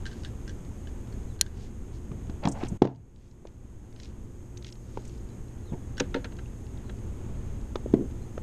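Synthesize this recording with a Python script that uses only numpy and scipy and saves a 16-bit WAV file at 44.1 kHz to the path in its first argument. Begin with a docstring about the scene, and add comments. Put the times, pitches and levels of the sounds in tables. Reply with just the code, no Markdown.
"""Fishing from a plastic kayak

On a lake, fingers click a spinning reel and its bail (the wire that guides the line) snaps over.
Pliers are dug out, knock the hollow hull and grip a hook; the rod is laid down with a few bounces,
and the pliers are put back. A low rumble, a distant motor and faint birds lie underneath.
A body camera's limiter turns everything down after the hardest hits."""
import sys
import numpy as np
from scipy import signal
from scipy.fft import rfft, irfft
from scipy.io import wavfile
from scipy.ndimage import uniform_filter1d, minimum_filter1d

SR = 44100
rng = np.random.default_rng(int(sys.argv[2]) if len(sys.argv) > 2 else 0)


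def log_audio(samples):
    """Write samples as a 16-bit WAV file to the path given in sys.argv[1]."""
    # one column per channel
    frames = np.atleast_2d(samples).T
    # limit to full scale, then quantise
    limited = np.clip(frames, -1, 1)
    pcm = np.round(limited * 32767).astype(np.int16)
    wavfile.write(sys.argv[1], SR, pcm)


N = 371322
TIME = np.arange(N) / SR
AGE = TIME[:SR // 2]  # seconds since a hit

# The tones of the reel's housing: pitch_hz, level_db, fade_s (time to die away by 60 dB)
HOUSING_TONES = [(1570, 4.5, 0.072), (1800, -6, 0.045), (2926, 0, .045), (3400, -1.5, 0.04),
                 (3980, -2, 0.028), (4500, -4.5, 0.049), (5770, -9, 0.015), (6670, -8.5, 0.055)]
# How strong rattling fittings are from low to high: pitch_hz, level_db
RATTLE_SPECTRUM = [(200, -17), (600, 3.5), (1100, -2.5), (1600, 5.5), (2300, -3.5), (3200, -3.5),
                   (4300, -12), (7000, -24), (9000, -29.5), (14000, -43.5)]


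def hull_knocks():
    """A knock bends the wall in and out once; the struck panel cracks and the hollow hull rings on."""
    # Blows, each with its own pitch; crack and hollow count from the blow's level: # start_s, level_db,
    # pitch_hz, crack_db, crack_hz, hollow_db
    knocks = [(2.118, -23.5, 138, -14.5, 1210, -26), (2.298, -24, 222, -15, 1480, -26),
              (2.456, -13.5, 185, -8, 800, -19), (2.4755, -12, 201, -4, 716, -24),
              (2.486, -24, 190, -22, 700, -30), (2.636, -16, 277, -13, 860, -26),
              (2.722, -22.5, 142, -35, 600, -41), (2.8218, 16, 300, -11.5, 823, -28),
              (2.8356, -3, 340, -22, 700, -30), (2.8528, 2.5, 365, -15, 740, -26),
              (2.873, -18, 420, -4, 1000, -15), (3.454, -23, 436, -12, 880, -24),
              (4.9748, -20.5, 396, -5, 900, -32), (5.724, -20, 160, -22, 686, -29),
              (5.737, -22.5, 221, -23, 900, -28), (7.7582, -17.5, 397, -7.5, 1220, -33),
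              (7.862, -19.5, 382, -24, 620, -35), (7.9404, -3, 292, -22.5, 900, -42),
              (7.980, -22, 325, -35, 600, -40), (8.012, -22.5, 300, -36, 600, -40),
              (8.380, -23.5, 480, -9.5, 1300, -29)]
    # The hull's low tones: pitch_hz, level_db, fade_s
    hull_tones = [(97.4, 3.5, 0.073), (132.8, -4.5, 0.4), (192.5, -2, 0.24), (239.2, -8, 0.32),
                  (268.8, -4.5, 0.29), (313.5, -2, 0.18), (365.6, 1.5, 0.15), (440, -7.5, 0.2),
                  (571, -11, 0.088), (660, -4.5, 0.064)]
    # The crowd of higher tones that makes the hull sound hollow: pitch_hz, level_db
    hollow_spectrum = [(300, -25), (470, -2), (580, -5.5), (700, 3), (780, -4), (880, 0.5), (1020, -10),
                       (1250, -19), (3000, -29.5), (6500, -39), (9000, -61)]
    # The noise of the panel's crack: pitch_hz, level_db
    crack_spectrum = [(200, -18.5), (500, 7.5), (900, 10), (1400, -0.5), (2000, -7.5), (2800, -10),
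                      (3700, -11.5), (5000, -19.5), (6500, -15.5), (9000, -34), (14000, -43)]
    bend_cycles, bend_lead_s = 0.58, 0.02
    crack_lead_s = 0.0018  # the crack comes at first touch, before the bend peaks
    out = np.zeros(N)
    for start_s, db, hz, crack_db, crack_hz, hollow_db in knocks:
        cycles = (AGE - bend_lead_s) * hz
        bend = np.cos(2 * np.pi * cycles) - np.exp(-(np.pi * bend_cycles) ** 2)  # as far out as in
        add(out, start_s - bend_lead_s, gain(db) * bend * np.exp(-(cycles / bend_cycles) ** 2))
        ring_db = -14.5 - 5.5 * np.log2(hz / 290)  # softer contacts ring the hull more
        add(out, start_s, hit_level(ring(hull_tones) * rise(0.0024), db + ring_db))
        add(out, start_s, hit_level(colour(burst(0.24), hollow_spectrum), db + hollow_db))
        panel = np.sin(2 * np.pi * crack_hz * AGE) * fade(0.016)
        crack = colour(burst(0.017) + gain(-28.5) * burst(0.16), crack_spectrum)
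        add(out, start_s - crack_lead_s, hit_level(panel, db + crack_db - 11))
        add(out, start_s - crack_lead_s, hit_level(crack, db + crack_db - 10))
    return out


def bail_snap():
    """The sprung wire slams onto its stop, rings and bounces once; the housing takes the jolt."""
    # The wire's tones: pitch_hz, level_db, fade_s
    wire_tones = [(1900, -15.5, 0.013), (2320, -14, .008), (3140, -18, 0.016), (4200, 2, 0.0074),
                  (5055, -6, 0.0088), (5710, 1.5, 0.0065), (6930, 4.5, 0.0054), (7700, -6, 0.0067),
                  (8860, 0, 0.0053), (10740, 0, 0.0047), (12100, -12.5, 0.0074)]
    snap_s, snap_db, bounce_delay_s = 1.4117, -11.5, 0.0045
    out = np.zeros(N)
    wire = sum(gain(db) * fade(fade_s) * np.sin(2 * np.pi * hz * AGE + rng.uniform(0, 2 * np.pi))
               for hz, db, fade_s in wire_tones)
    add(out, snap_s, hit_level(wire * rise(0.00039), snap_db))
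    add(out, snap_s, hit_level(colour(burst(0.0044), RATTLE_SPECTRUM), -34))
    add(out, snap_s + bounce_delay_s, hit_level(wire, snap_db - 17.5))
    add(out, snap_s, hit_level(ring(HOUSING_TONES), -37))
    return out


def rod_bounces():
    """Each bounce rattles the fittings and rings the shaft; what the rod lands on thuds just after."""
    # The rod bouncing to rest; thud and clink count from the bounce's level:
    # start_s, level_db, thud_db, rattle_fade_s, clink_db
    bounces = [(5.998, -33.5, -8, 0.025, 0), (6.001, -27, 8, 0.037, -1), (6.1435, -31, 10, 0.048, -21),
               (6.160, -40.5, 15.5, 0.17, -22), (6.2441, -37, 1, 0.061, -12), (6.321, -54, 12, .05, -19),
               (6.3877, -47, 0, 0.045, -21), (6.8946, -46.5, 2.5, 0.036, -15)]
    # The shaft's tones: pitch_hz, level_db, fade_s
    shaft_tones = [(1360, 8, 0.047), (1570, 6, 0.06), (2056, 0.5, 0.061), (2690, 7, 0.03), (3970, 8, 0.027),
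                   (4660, -9, 0.02), (6400, -4, 0.025)]
    # The low tones of the thud: pitch_hz, level_db, fade_s
    thud_tones = [(150.4, -9, 0.16), (199, -7, 0.13), (277, 1.5, 0.11), (380, 2.5, 0.056), (478, 2, 0.092),
                  (590, -7, 0.09), (750, -10, 0.043), (927, -8, 0.057)]
    thud_delay_s = 0.00296
    out = np.zeros(N)
    for start_s, db, thud_db, rattle_fade_s, clink_db in bounces:
        rattle = colour(burst(rattle_fade_s) + gain(-24) * burst(0.24), RATTLE_SPECTRUM)
        add(out, start_s, hit_level(rattle, db + 0.5))
        add(out, start_s, hit_level(ring(shaft_tones), db - 2.5))
        add(out, start_s, hit_level(steel_click(fade_s=0.013, hz=4770, spread=1.47), db + clink_db))
        add(out, start_s + thud_delay_s, hit_level(ring(thud_tones) * rise(0.0034), db + thud_db))
    return out


def reel_clicks():
    """Loose parts chatter in the reel's housing under the fingers; the touched part pings."""
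    # Clicks, mostly in press-and-release pairs: start_s, level_db, ping_hz
    clicks = [(0.056, -40.5, 3050), (0.0647, -40, 4060), (0.115, -49, 3040), (.131, -53, 4400),
              (0.236, -50, 4840), (0.249, -40.5, 3650), (0.479, -46, 5300), (0.495, -46.5, 5860),
              (0.873, -51, 3030), (1.126, -55, 4400), (1.392, -50, 4200), (1.423, -46, 4300),
              (1.464, -47.5, 3550), (5.972, -48, 4700), (5.981, -38.5, 5500)]
    # The noise of the loose parts: pitch_hz, level_db
    chatter_spectrum = [(600, -23.5), (1200, -13), (1650, 9.5), (2300, -8), (3200, -0.5), (4500, -4.5),
                        (6700, -6.5), (9000, -16.5), (14000, -40)]
    out = np.zeros(N)
    for start_s, db, ping_hz in clicks:
        chatter = colour(burst(0.0063) + gain(-22) * burst(0.15), chatter_spectrum)
        ping = np.sin(2 * np.pi * ping_hz * AGE) * fade(0.035)
        housing = ring(HOUSING_TONES, detune=0.022)
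        click = hit_level(chatter, db - 1.5) + hit_level(ping, db - 7) + hit_level(housing, db - 3)
        add(out, start_s - 0.001, click)
    return out


def pliers_and_tackle():
    """Steel held in the hand ticks and rings briefly; small loose metal jingles higher and longer."""
    # Pliers, hook and tackle: start_s, level_db, pitch_hz, ring_db (counted from the tick's level)
    ticks = [(2.297, -54.5, 3770, -4), (2.436, -43, 2450, -8), (2.453, -35.5, 3260, -2),
             (2.4727, -45, 3750, -5), (2.635, -48, 3850, -8), (2.649, -51, 4000, -8),
             (2.657, -52, 4600, -10), (2.668, -51, 3000, -8), (2.8205, -27.5, 3000, -6),
             (2.843, -40, 3400, 1), (2.872, -36, 2720, -4), (2.947, -56, 3100, -4), (2.959, -53, 4740, -10),
             (3.16, -54, 4000, -8), (3.312, -55, 4280, -8), (3.47, -46, 3530, -12), (3.926, -57, 3500, -12),
             (3.961, -52, 3000, -6), (3.999, -44, 3580, -13), (4.032, -45, 3970, -8),
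             (4.046, -51, 5230, -2), (4.055, -49.5, 3880, -4), (4.572, -47.5, 3220, -16),
             (4.574, -49, 6330, 4), (4.624, -51, 4030, -7), (4.645, -41.5, 3150, -16),
             (4.667, -47, 3700, -8), (4.688, -50, 3000, -11), (4.701, -56, 3500, -8),
             (4.724, -47.5, 5470, -2), (4.754, -58, 3800, -10), (5.051, -56, 3000, -10),
             (5.094, -57, 4400, -8), (5.177, -62, 5000, -8), (6.367, -58, 4400, -5), (6.457, -65, 2700, 7),
             (6.666, -61, 2800, -3), (6.772, -62, 3550, 2), (7.756, -45.5, 3630, 1.5),
             (7.943, -54, 2060, 0), (8.378, -65, 3540, 1)]
    # Loose bits of metal: start_s, level_db
    jingles = [(2.484, -37.5), (2.514, -45), (2.520, -41), (2.6833, -44), (5.051, -52.5), (5.0757, -51)]
    out = np.zeros(N)
    for start_s, db, hz, ring_db in ticks:
        add(out, start_s, hit_level(steel_click(fade_s=0.015, hz=hz, spread=1.85), db))
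        add(out, start_s, hit_level(band(burst(0.015), hz, spread=1.076), db + ring_db))
    for start_s, db in jingles:
        add(out, start_s, hit_level(band(burst(0.044), hz=6980, spread=1.24), db))
    return out


def steel_click(fade_s, hz, spread):
    """Tapped steel gives a short, bright burst of noise."""
    # How strong the steel is from low to high: pitch_hz, level_db
    steel_spectrum = [(500, -8), (1500, 2.5), (6500, -1.5), (7500, -7), (10000, -16), (14000, -30)]
    return colour(band(burst(fade_s), hz, spread), steel_spectrum)


def swishes_and_scrapes():
    """Soft hisses swell and fade, plastic rasps with a gritty top, and the hull gives a low shudder."""
    # A faint, brief swell of hiss at 1.902 s and a short, soft hiss around the pliers' ticks at 4.644 s;
    # the rest are hands and pliers brushing cloth: start_s, length_s, level_db
    swishes = [(0.014, 0.34, -62.5), (1.499, 0.24, -59), (1.902, 0.1, -62), (2.53, 0.16, -58),
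               (3.102, 0.28, -62), (3.93, 0.21, -56), (4.644, 0.066, -53), (4.718, 0.64, -63.5)]
    # Pliers and rod on plastic: start_s, length_s, level_db, grit_db (counted from the scrape's level)
    scrapes = [(2.413, 0.076, -35.5, -8.5), (2.526, 0.086, -41, -13), (2.586, 0.081, -39.5, -6),
               (2.64, 0.052, -53.5, -2), (5.711, 0.05, -48.5, -13)]
    # The hull shaking as the pliers drag after hard blows: start_s, length_s, level_db, pitch_hz
    shudders = [(2.456, 0.065, -34, 228), (2.70, .06, -33, 150), (2.825, 0.1, -23, 290),
                (2.93, 0.11, -28, 114), (7.935, 0.15, -28.5, 275)]
    out = np.zeros(N)
    for start_s, length_s, db in swishes:
        add(out, start_s, noise_swell(length_s, db, hz=3420, spread=1.94))
    for start_s, length_s, db, grit_db in scrapes:
        rasp = noise_swell(length_s, db, hz=680, spread=1.36)
        grit = noise_swell(length_s, db + grit_db, hz=1600, spread=1.65, grains_per_s=2500, scatter_db=3)
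        add(out, start_s, rasp + grit)
    for start_s, length_s, db, hz in shudders:
        add(out, start_s, noise_swell(length_s, db, hz, spread=1.42))
    return out


def noise_swell(length_s, db, hz, spread, grains_per_s=5000, scatter_db=1.6):
    """Many tiny clicks of uneven size blend into a noise that swells and fades."""
    grains = (rng.random(SR) < grains_per_s / SR) * rng.standard_normal(SR)
    grains *= gain(scatter_db * rng.exponential(size=SR))
    swell = np.hanning(int(length_s * SR))
    return level(band(grains, hz, spread)[:len(swell)], db) * swell


def stray_ticks():
    """The line, its guides and clothing tick faintly at random moments."""
    out = np.zeros(N)
    for when, size, pitch in rng.random((20, 3)):
        tick = band(burst(0.018), hz=2600 + 1600 * pitch, spread=1.8)
        add(out, when * TIME[-1], hit_level(tick, -67 + 6 * size))
    return out


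def birds():
    """Wavering whistles from the bank hold their pitch and then fall, blurred by the trees."""
    # Far chirps: start_s, length_s, level_db
    chirps = [(1.262, 0.078, -66), (5.278, 0.065, -66), (5.63, 0.092, -61), (6.835, 0.06, -67),
              (7.257, 0.045, -77), (8.205, 0.035, -65)]
    start_hz, hold_s, fall_hz_per_s = 4145, 0.03, 17000
    out = np.zeros(N)
    for start_s, length_s, db in chirps:
        n = int(length_s * SR)
        hz = start_hz - fall_hz_per_s * np.maximum(AGE[:n] - hold_s, 0)
        hz *= 1 + 0.019 * wander(203)[:n]
        swell = np.sqrt(np.hanning(n)) * gain(3 * wander(90)[:n])
        whistle = np.sin(2 * np.pi * np.cumsum(hz) / SR) * swell
        echoes = burst(0.07)
        add(out, start_s, gain(db) * signal.fftconvolve(whistle, echoes / np.linalg.norm(echoes)))
    return out


def lake_rumble():
    """The open air rumbles, wavering a little and easing once."""
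    # The air over the lake: pitch_hz, level_db
    air_spectrum = [(20, -0.5), (60, 0.5), (100, -2.5), (150, -12.5), (215, -9), (290, -15), (355, -15.5),
                    (450, -20.5), (660, -30), (860, -30.5), (1280, -36), (3300, -45), (5000, -55)]
    air = colour(rng.standard_normal(N), air_spectrum + [(9000, -82.5)])
    lull_s, lull_width_s = 4.75, 0.83
    lull_db = -1.5 * np.exp(-((TIME - lull_s) / lull_width_s) ** 2)
    return level(air, -36.5) * gain(lull_db + 0.26 * wander(3) + 0.6 * wander(11))


def distant_motor():
    """A far motor hums, growing louder as it slowly draws nearer."""
    hz = 118.3 * (1 + 0.0037 * wander(4))
    phase = 2 * np.pi * np.cumsum(hz) / SR
    hum = np.sin(phase) + gain(-13.5 + 3.05 * wander(8)) * np.sin(3 * phase)
    approach_db = -5 * np.exp(-TIME / 3)
    return level(hum * gain(approach_db + 0.92 * wander(6.2)), -47)


def microphone_hiss():
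    """The microphone adds a faint, steady hiss."""
    # The hiss from low to high: pitch_hz, level_db
    hiss_spectrum = [(3000, -33.5), (5000, -13.5), (6000, -11), (6450, 2.5), (7100, -5.5), (8000, -7),
                     (9500, -11.5), (10400, -18.5), (11500, -14.5), (13000, -17), (14000, -31)]
    return level(colour(rng.standard_normal(N), hiss_spectrum), -63.5)


def gain(db):
    """Turn decibels into a number to multiply by."""
    return 10 ** (np.asarray(db) / 20)


def level(x, db):
    """Set the average (rms) level of a steady sound."""
    return x * gain(db) / np.std(x)


def hit_level(x, db):
    """Set a hit's level as if all its energy came within five milliseconds."""
    return x * gain(db) / np.sqrt(np.sum(x ** 2) / (0.005 * SR))


def add(track, start_s, x):
    """Mix a sound into a track at the given time."""
    i = int(start_s * SR)
    track[i:i + len(x)] += x[:N - i]


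def rise(rise_s):
    """Build up from silence towards full strength."""
    return 1 - np.exp(-AGE / rise_s)


def fade(fade_s):
    """Die away by 60 dB in fade_s seconds."""
    return np.exp(-np.log(1000) * AGE / fade_s)


def burst(fade_s):
    """Many tiny contacts make a noise that builds quickly and dies away."""
    return rng.standard_normal(len(AGE)) * fade(fade_s) * rise(0.001)


def ring(tones, detune=0.024):
    """A struck object's fading tones, a little different in pitch and strength at each blow."""
    out = np.zeros(len(AGE))
    for hz, db, fade_s in tones:
        strength = rng.choice([-1, 1]) * gain(db + rng.normal(0, 1.5))
        out += strength * fade(fade_s) * np.sin(2 * np.pi * hz * rng.normal(1, detune) * AGE)
    return out


def colour(x, spectrum):
    """Filter a sound to follow a curve of (pitch_hz, level_db) points."""
    size = 8192
    hz, db = np.transpose(spectrum)
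    grid_hz = np.maximum(np.arange(size // 2 + 1) * SR / size, 1)
    curve = gain(np.interp(np.log(grid_hz), np.log(hz), db))
    cepstrum = irfft(np.log(curve))
    cepstrum[1:size // 2] *= 2  # fold it so that nothing sounds before the hit
    cepstrum[size // 2 + 1:] = 0
    response = irfft(np.exp(rfft(cepstrum)))
    return signal.fftconvolve(x, response)[:len(x)]


def band(x, hz, spread):
    """Keep the pitches from hz / spread to hz * spread."""
    edges_hz = [hz / spread, hz * spread]
    return signal.sosfilt(signal.butter(3, edges_hz, "band", fs=SR, output="sos"), x)


def wander(steps_per_s):
    """A smooth random drift, about 1 in size."""
    width = int(SR / steps_per_s)
    steps = np.repeat(rng.standard_normal(N // width + 1), width)
    smooth = uniform_filter1d(uniform_filter1d(steps, width), width)
    return level(smooth[:N], 0)


def limiter(x, ceiling_db, treble_weight, release_s):
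    """Look ahead for peaks, most keenly in the treble, turn down at once and recover slowly."""
    ahead = int(0.045 * SR)
    peak = np.abs(x + treble_weight * np.diff(x, prepend=0))
    coming_peak = -minimum_filter1d(-peak, ahead, origin=-(ahead // 2))
    over_db = np.maximum(20 * np.log10(coming_peak) - ceiling_db, 0)
    recovery = np.exp(-TIME / release_s)
    cut_db = np.maximum.accumulate(over_db / recovery) * recovery
    return x * gain(-uniform_filter1d(cut_db, size=200))


def scene():
    """Mix the sounds within arm's reach with the background, in mono, with no walls to echo."""
    hits = hull_knocks() + rod_bounces() + reel_clicks() + bail_snap() + pliers_and_tackle()
    small_sounds = swishes_and_scrapes() + stray_ticks()
    background = birds() + lake_rumble() + distant_motor() + microphone_hiss()
    return (hits + small_sounds + background)[None]


def record(dry):
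    """The camera holds down the peaks and cuts the highest treble."""
    top_hz = 14000
    limited = limiter(dry[0], ceiling_db=-1.0, treble_weight=0.41, release_s=1.0)
    return signal.sosfilt(signal.ellip(8, 0.2, 70, top_hz, fs=SR, output="sos"), limited)[None]


dry = scene()
out = record(dry)
log_audio(out)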